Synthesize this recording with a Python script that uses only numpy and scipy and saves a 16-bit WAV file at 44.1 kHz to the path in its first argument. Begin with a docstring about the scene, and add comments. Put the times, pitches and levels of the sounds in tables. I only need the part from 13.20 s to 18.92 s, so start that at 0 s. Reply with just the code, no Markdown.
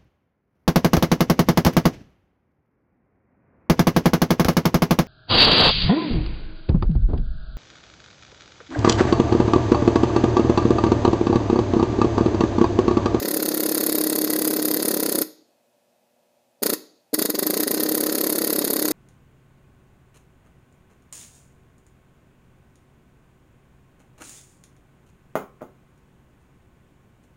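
"""A small room, a hand-held microphone close to a solenoid fuel pump on a rubber mat, a charger humming.
The pump runs dry, about 34 strokes a second: in each the coil jerks the plunger, the contact points
chatter and the plunger slams against its stop. At 2 s the lead is lifted, leaving hum and room air.
At 3.4 s it is touched back for four strokes; at 3.9 s it is put on again, and the pump stutters,
then runs evenly to the end."""
import sys
import numpy as np
from scipy import signal
from scipy.fft import rfft, irfft
from scipy.io import wavfile

SR = 44100
rng = np.random.default_rng(int(sys.argv[2]) if len(sys.argv) > 2 else 0)


def to_wav(sig):
    """Store sig (one row per channel, or 1-D mono) as 16-bit WAV at the path in sys.argv[1].

    Samples outside -1..1 are clipped; the rate is SR.
    """
    pcm = np.clip(np.atleast_2d(sig), -1, 1) * 32767
    pcm = np.round(pcm).astype(np.int16)
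    wavfile.write(sys.argv[1], SR, pcm.T)  # frames by channels


N = 252252
RIPPLE_HZ = 120   # the charger's rectified mains

# The pump's runs: on a firm contact it locks to 3.5 ripple cycles a stroke, on a loose one it drags.
# Each row: first slam, last slam, first gap and last gap, all in seconds, then relative force in dB.
STROKE_RUNS = [(0.0003, 0.319, 0.029, 0.03, -1.1), (0.3477, 1.5726, 0.029, .0291, -0.5),
               (1.6012, 2.0204, 0.028, 0.032, 0), (3.4342, 3.5366, .0325, 0.036, 0.8),
               (3.9452, 4.0242, 0.048, .031, 0.5), (4.058, 4.1526, .0442, 0.05, -0.8),
               (4.1926, 4.4347, .0403, .0292, 0), (4.4797, 4.5472, 0.035, 0.031, 0.1),
               (4.5764, 5.1880, .0291, 0.029, -0.7), (5.2186, 5.7144, 0.028, 0.029, 0)]
# The lead goes back on the charger. Each entry: time in seconds.
LEAD_ON_S = [3.41, 3.92]

def strokes(jitter_s, uneven_db, swing_s, surge_db, surge_s):
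    """Slam times and forces: the ripple swings the beat early and late; a rested coil hits harder."""
    slam, force_db = np.transpose([(s, db) for *timing, db in STROKE_RUNS for s in run_times(*timing)])
    surge = np.zeros(len(slam))
    for on in LEAD_ON_S:
        surge = np.where(slam > on, np.exp(-np.abs(slam - on) / surge_s), surge)
    chance = rng.standard_normal((len(slam), 2)).T
    swing = swing_s * np.sin(2 * np.pi * RIPPLE_HZ * slam)
    return slam + swing + jitter_s * chance[0], force_db + surge_db * surge + uneven_db * chance[1]


def run_times(first, last, first_gap, last_gap):
    """Slam times of one run: the gap glides evenly from its first length to its last."""
    gaps = np.linspace(first_gap, last_gap, round(2 * (last - first) / (first_gap + last_gap)))
    return first + (last - first) * np.append(0, np.cumsum(gaps)) / gaps.sum()


# The pump rocking on its mat, with its diaphragm. 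Each row: pitch in Hz, width in Hz, gain in dB.
BODY_MODES = [(205, 78, -15), (325.43, 184, -7), (310, 16, 2.5), (396, 122, -9.5), (502, 15, -25.5),
              (551, 27, -7), (728, 36, -20)]

def body_thumps(slam, force_db):
    """Three shoves rock the body: the coil jerks the plunger, the diaphragm tautens, the plunger stops."""
    chance = rng.standard_normal((len(slam), 4)).T
    # with the ripple, the pull starts early or late, hard or soft, and ends quickly or slowly
    ripple = 2 * np.pi * RIPPLE_HZ * slam
    late, quick, crest = np.sin(ripple), np.cos(ripple), np.cos(ripple + 1.07)
    db = .5 * force_db   # the soft mat evens out the strokes
    trade_db = 1.3 * np.tanh(chance[1]) - 2.44 * crest   # a hard jerk leaves less for the diaphragm
    jerk = -clicks(slam - .01646 + .0016 * late + .00033 * chance[0], db + 16.5 + trade_db)
    taut = clicks(slam - .00894 + .00059 * quick + .00029 * chance[2], db + 22.5 - trade_db)
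    stop = clicks(slam - .00366 - .00038 * quick, db + 22.5 + .87 * chance[3])
    soft = cut(jerk + stop, 653, "low", order=2)   # these two push for longer, so they sound deeper
    shove = cut(soft + taut, 593, "low", order=3)
    bass = cut(shove, 120, "low", order=3)
    mat = from_db(-32.5) * cut(bass, 30.3, "high", order=1)
    return cut(resonate(shove, BODY_MODES), 197, "high", order=4) + mat


# The pump's steel can, heard close. Each row: pitch in Hz, width in Hz, gain in dB.
CAN_MODES = [(1057, 210, -2.5), (1320, 240, -6.5), (1540, 437, -5), (1860, 147, -3), (1970, 120, -5.5),
             (2215, 44, -13.5), (2590, 640, -10), (3470, 400, -10.5), (3800, 100, -1.5), (4134, 190, -2),
             (4396, 98, 4), (4658, 233, 2.5), (4984, 280, -3), (5280, 370, -8), (5790, 154, -8.5),
             (6392, 355, 1), (6840, 180, -5.5), (8160, 104.5, -18), (11700, 4300, -6.5),
             (13200, 3200, -7.5)]

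def plunger_clacks(slam, force_db):
    """The plunger starts to slide, scrapes along its bore and strikes the stop, which rings the can."""
    chance = rng.standard_normal((len(slam), 3)).T
    slide = rattle(slam - .0115 + .001 * chance[0], force_db - 10, decay_s=.00596)
    scrape = rattle(slam - .0058 + .00024 * chance[0], force_db - .5, decay_s=.0081)
    hit = clicks(slam - .0006, force_db + 3 + 1.103 * chance[1])
    cushioned_hit = cut(hit, 4000, "low", order=1)
    bounce = rattle(slam - .0003, force_db + 2.5 + .98 * chance[2], decay_s=.0071)
    return cut(resonate(slide + scrape + cushioned_hit + bounce, CAN_MODES), 760, "high", order=2)


# The contact points and their spring. Each row: pitch in Hz, width in Hz, gain in dB.
CONTACT_MODES = [(9180, 500, -37), (9484, 340, -3), (10210, 430, -4), (10900, 370, -4), (12105, 510, 0.5),
                 (13560, 280, -7), (15100, 600, -35.5)]
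# Strokes in which the points fail to snap. Each entry: time in seconds.
DULL_STROKES_S = [0.0, 0.028, 0.057, 0.203, 0.320, 1.077, 1.396, 1.601, 4.152, 4.576, 4.664, 4.896, 5.423]

def contact_snaps(slam, force_db):
    """The points chatter as the lever tips, then snap over and rebound once at the end of the stroke."""
    chance = rng.standard_normal((len(slam), 5)).T
    dull = np.abs(slam[:, None] - np.array(DULL_STROKES_S)).min(axis=1) < .014
    db = force_db - 19 * dull
    touch = rattle(slam - .0064 + .0003 * chance[0], force_db + 1.5, decay_s=.0028)
    chatter = rattle(slam - .0046 + .0005 * chance[1], db + 9.5 + 2.3 * chance[2], decay_s=.00091)
    snap = clicks(slam - .0002, db + 9.5 + 1.2 * chance[3])
    rebound = clicks(slam + .00025 + .00007 * chance[4], db + 6.5)
    shiver = rattle(slam, db + 9.5 + .89 * chance[3], decay_s=.0009)
    spring = rattle(slam, force_db - 6, decay_s=.0062)   # the spring trembles on briefly
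    force = touch + chatter + snap + rebound + shiver + cut(spring, 13000, "high", order=2)
    return cut(resonate(force, CONTACT_MODES), 9470, "high", order=2)


def coil_buzz(slam, force_db, pull_s):
    """While it pulls, the coil buzzes at overtones of the supply ripple."""
    swell = np.hanning(int(1.32 * pull_s * SR))
    pull = signal.fftconvolve(clicks(slam - pull_s, force_db), swell)[:N]
    ripple = 2 * np.pi * RIPPLE_HZ * np.arange(N) / SR
    return pull * (from_db(-35.5) * np.sin(2 * ripple) + from_db(-32.5) * np.sin(4 * ripple))


# The small room's decay. Each row: frequency in Hz, time to fall 60 dB in seconds.
ROOM_DECAY = [(150, 0.49), (400, 0.52), (1000, 0.41), (2200, 0.4), (4500, 0.59), (9500, 0.26),
              (13000, 0.26)]

def echoes(near_db, near_s, tail_db):
    """The room at one microphone spot: echoes from things close by, then a tail that dies band by band."""
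    t = np.arange(int(.6 * SR)) / SR
    hz = np.fft.rfftfreq(len(t), 1 / SR)
    white = rfft(rng.standard_normal(len(t)))
    edges_hz = np.geomspace(60, 17000, 14)
    tail = 0
    for low, high in zip(edges_hz, edges_hz[1:]):
        band = irfft(white * ((hz >= low) & (hz < high)), len(t))
        tail = tail + band * from_db(-60 * t / at_hz(ROOM_DECAY, np.sqrt(low * high)))
    tail = tail * (t > .006)
    tail = tail - .5 * cut(tail, 630, "low", order=1)   # the bass is heard mostly direct
    near = rng.standard_normal(len(t)) * np.exp(-t / near_s) * (t > .0022)
    near = cut(near, 800, "high", order=2)   # small things reflect only short waves
    return from_db(near_db) * near / np.linalg.norm(near) + from_db(tail_db) * tail / np.linalg.norm(tail)


def room(x, sway_hz):
    """The hand-held microphone sways between two spots, so the echoes keep changing."""
    spots = [echoes(near_db=-12.5, near_s=.0041, tail_db=-15.5) for _ in range(2)]
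    here, there = [signal.fftconvolve(x, spot)[:N] for spot in spots]
    sway = 2 * np.pi * sway_hz * np.arange(N) / SR
    return np.cos(sway) * here + np.sin(sway) * there


# The air around the microphone. Each row: frequency in Hz, relative spectral density in dB.
AIR_SPECTRUM = [(24, -46.5), (40, -37.5), (114, -16), (207, -8), (241, -5.5), (333, -16), (368, -7),
                (397, -19.5), (591, 1.5), (949, -16), (1020, -19), (2390, -21), (2570, -20.5),
                (4350, -22.5), (15500, -27)]

def room_air(rms_db):
    """Still air in the room: a steady noise, strongest in the low mids."""
    gain = from_db(at_hz(AIR_SPECTRUM, np.fft.rfftfreq(N, 1 / SR)))
    air = irfft(rfft(rng.standard_normal(N)) * gain, N)
    return from_db(rms_db) * air / air.std()


# The charger, faint at the microphone. Each row: pitch in Hz, rms level in dB.
HUM_TONES = [(120, -90), (240, -80), (360, -83), (480, -79), (600, -81), (720, -88), (840, -83), (960, -85),
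             (1080, -91), (1680, -93), (2520, -88), (2610, -92)]

def charger_hum():
    """The transformer hums at overtones of the mains, with a faint whine."""
    t = np.arange(N) / SR
    return sum(from_db(db) * np.sqrt(2) * np.sin(2 * np.pi * (hz * t + rng.random()))
               for hz, db in HUM_TONES)


def clicks(times, db):
    """One click of the given level at each time."""
    out, at = np.zeros(N), np.round(times * SR).astype(int)
    heard = (at >= 0) & (at < N)
    np.add.at(out, at[heard], from_db(db)[heard])
    return out


def rattle(times, db, decay_s):
    """Bursts of tiny bounces that die away, each with the energy of one click."""
    r = np.exp(-1 / (decay_s * SR))
    envelope = signal.lfilter([np.sqrt(1 - r * r)], [1, -r], clicks(times, db) + 1e-18)
    return envelope * rng.standard_normal(N)


def resonate(force, modes):
    """Parallel resonances driven by one force."""
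    out = np.zeros(N)
    for hz, width, db in modes:
        r = np.exp(-np.pi * width / SR)
        poles = [1, -2 * r * np.cos(2 * np.pi * hz / SR), r * r]
        out += from_db(db) * (1 - r * r) / 2 * signal.lfilter([1, 0, -1], poles, force + 1e-18)
    return out


def cut(x, hz, kind, order):
    """Butterworth filter; kind names the side that passes."""
    return signal.sosfilt(signal.butter(order, hz, kind, fs=SR, output="sos"), x)


def from_db(db):
    """Decibels to gain."""
    return 10 ** (np.asarray(db) / 20)


def at_hz(points, hz):
    """Read a table along a log-frequency axis."""
    points = np.array(points)
    return np.interp(np.log(np.maximum(hz, 1)), np.log(points[:, 0]), points[:, 1])


def scene():
    """At the one microphone: the pump close by, its echoes, and air and hum behind."""
    slam, force_db = strokes(jitter_s=.00012, uneven_db=.33, swing_s=.0005, surge_db=2.5, surge_s=.41)
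    pump = from_db(.26) * body_thumps(slam, force_db)
    pump += from_db(-.65) * plunger_clacks(slam, force_db)
    pump += from_db(.72) * contact_snaps(slam, force_db)
    pump += coil_buzz(slam, force_db, pull_s=.017)
    return (pump + room(pump, sway_hz=.631) + room_air(rms_db=-66.5) + charger_hum())[None]


def record(dry):
    """The microphone's signal is cut steeply above 15450 Hz."""
    return signal.sosfilt(signal.ellip(10, .3, 80, 15450, fs=SR, output="sos"), dry)


dry = scene()
out = record(dry)
to_wav(out)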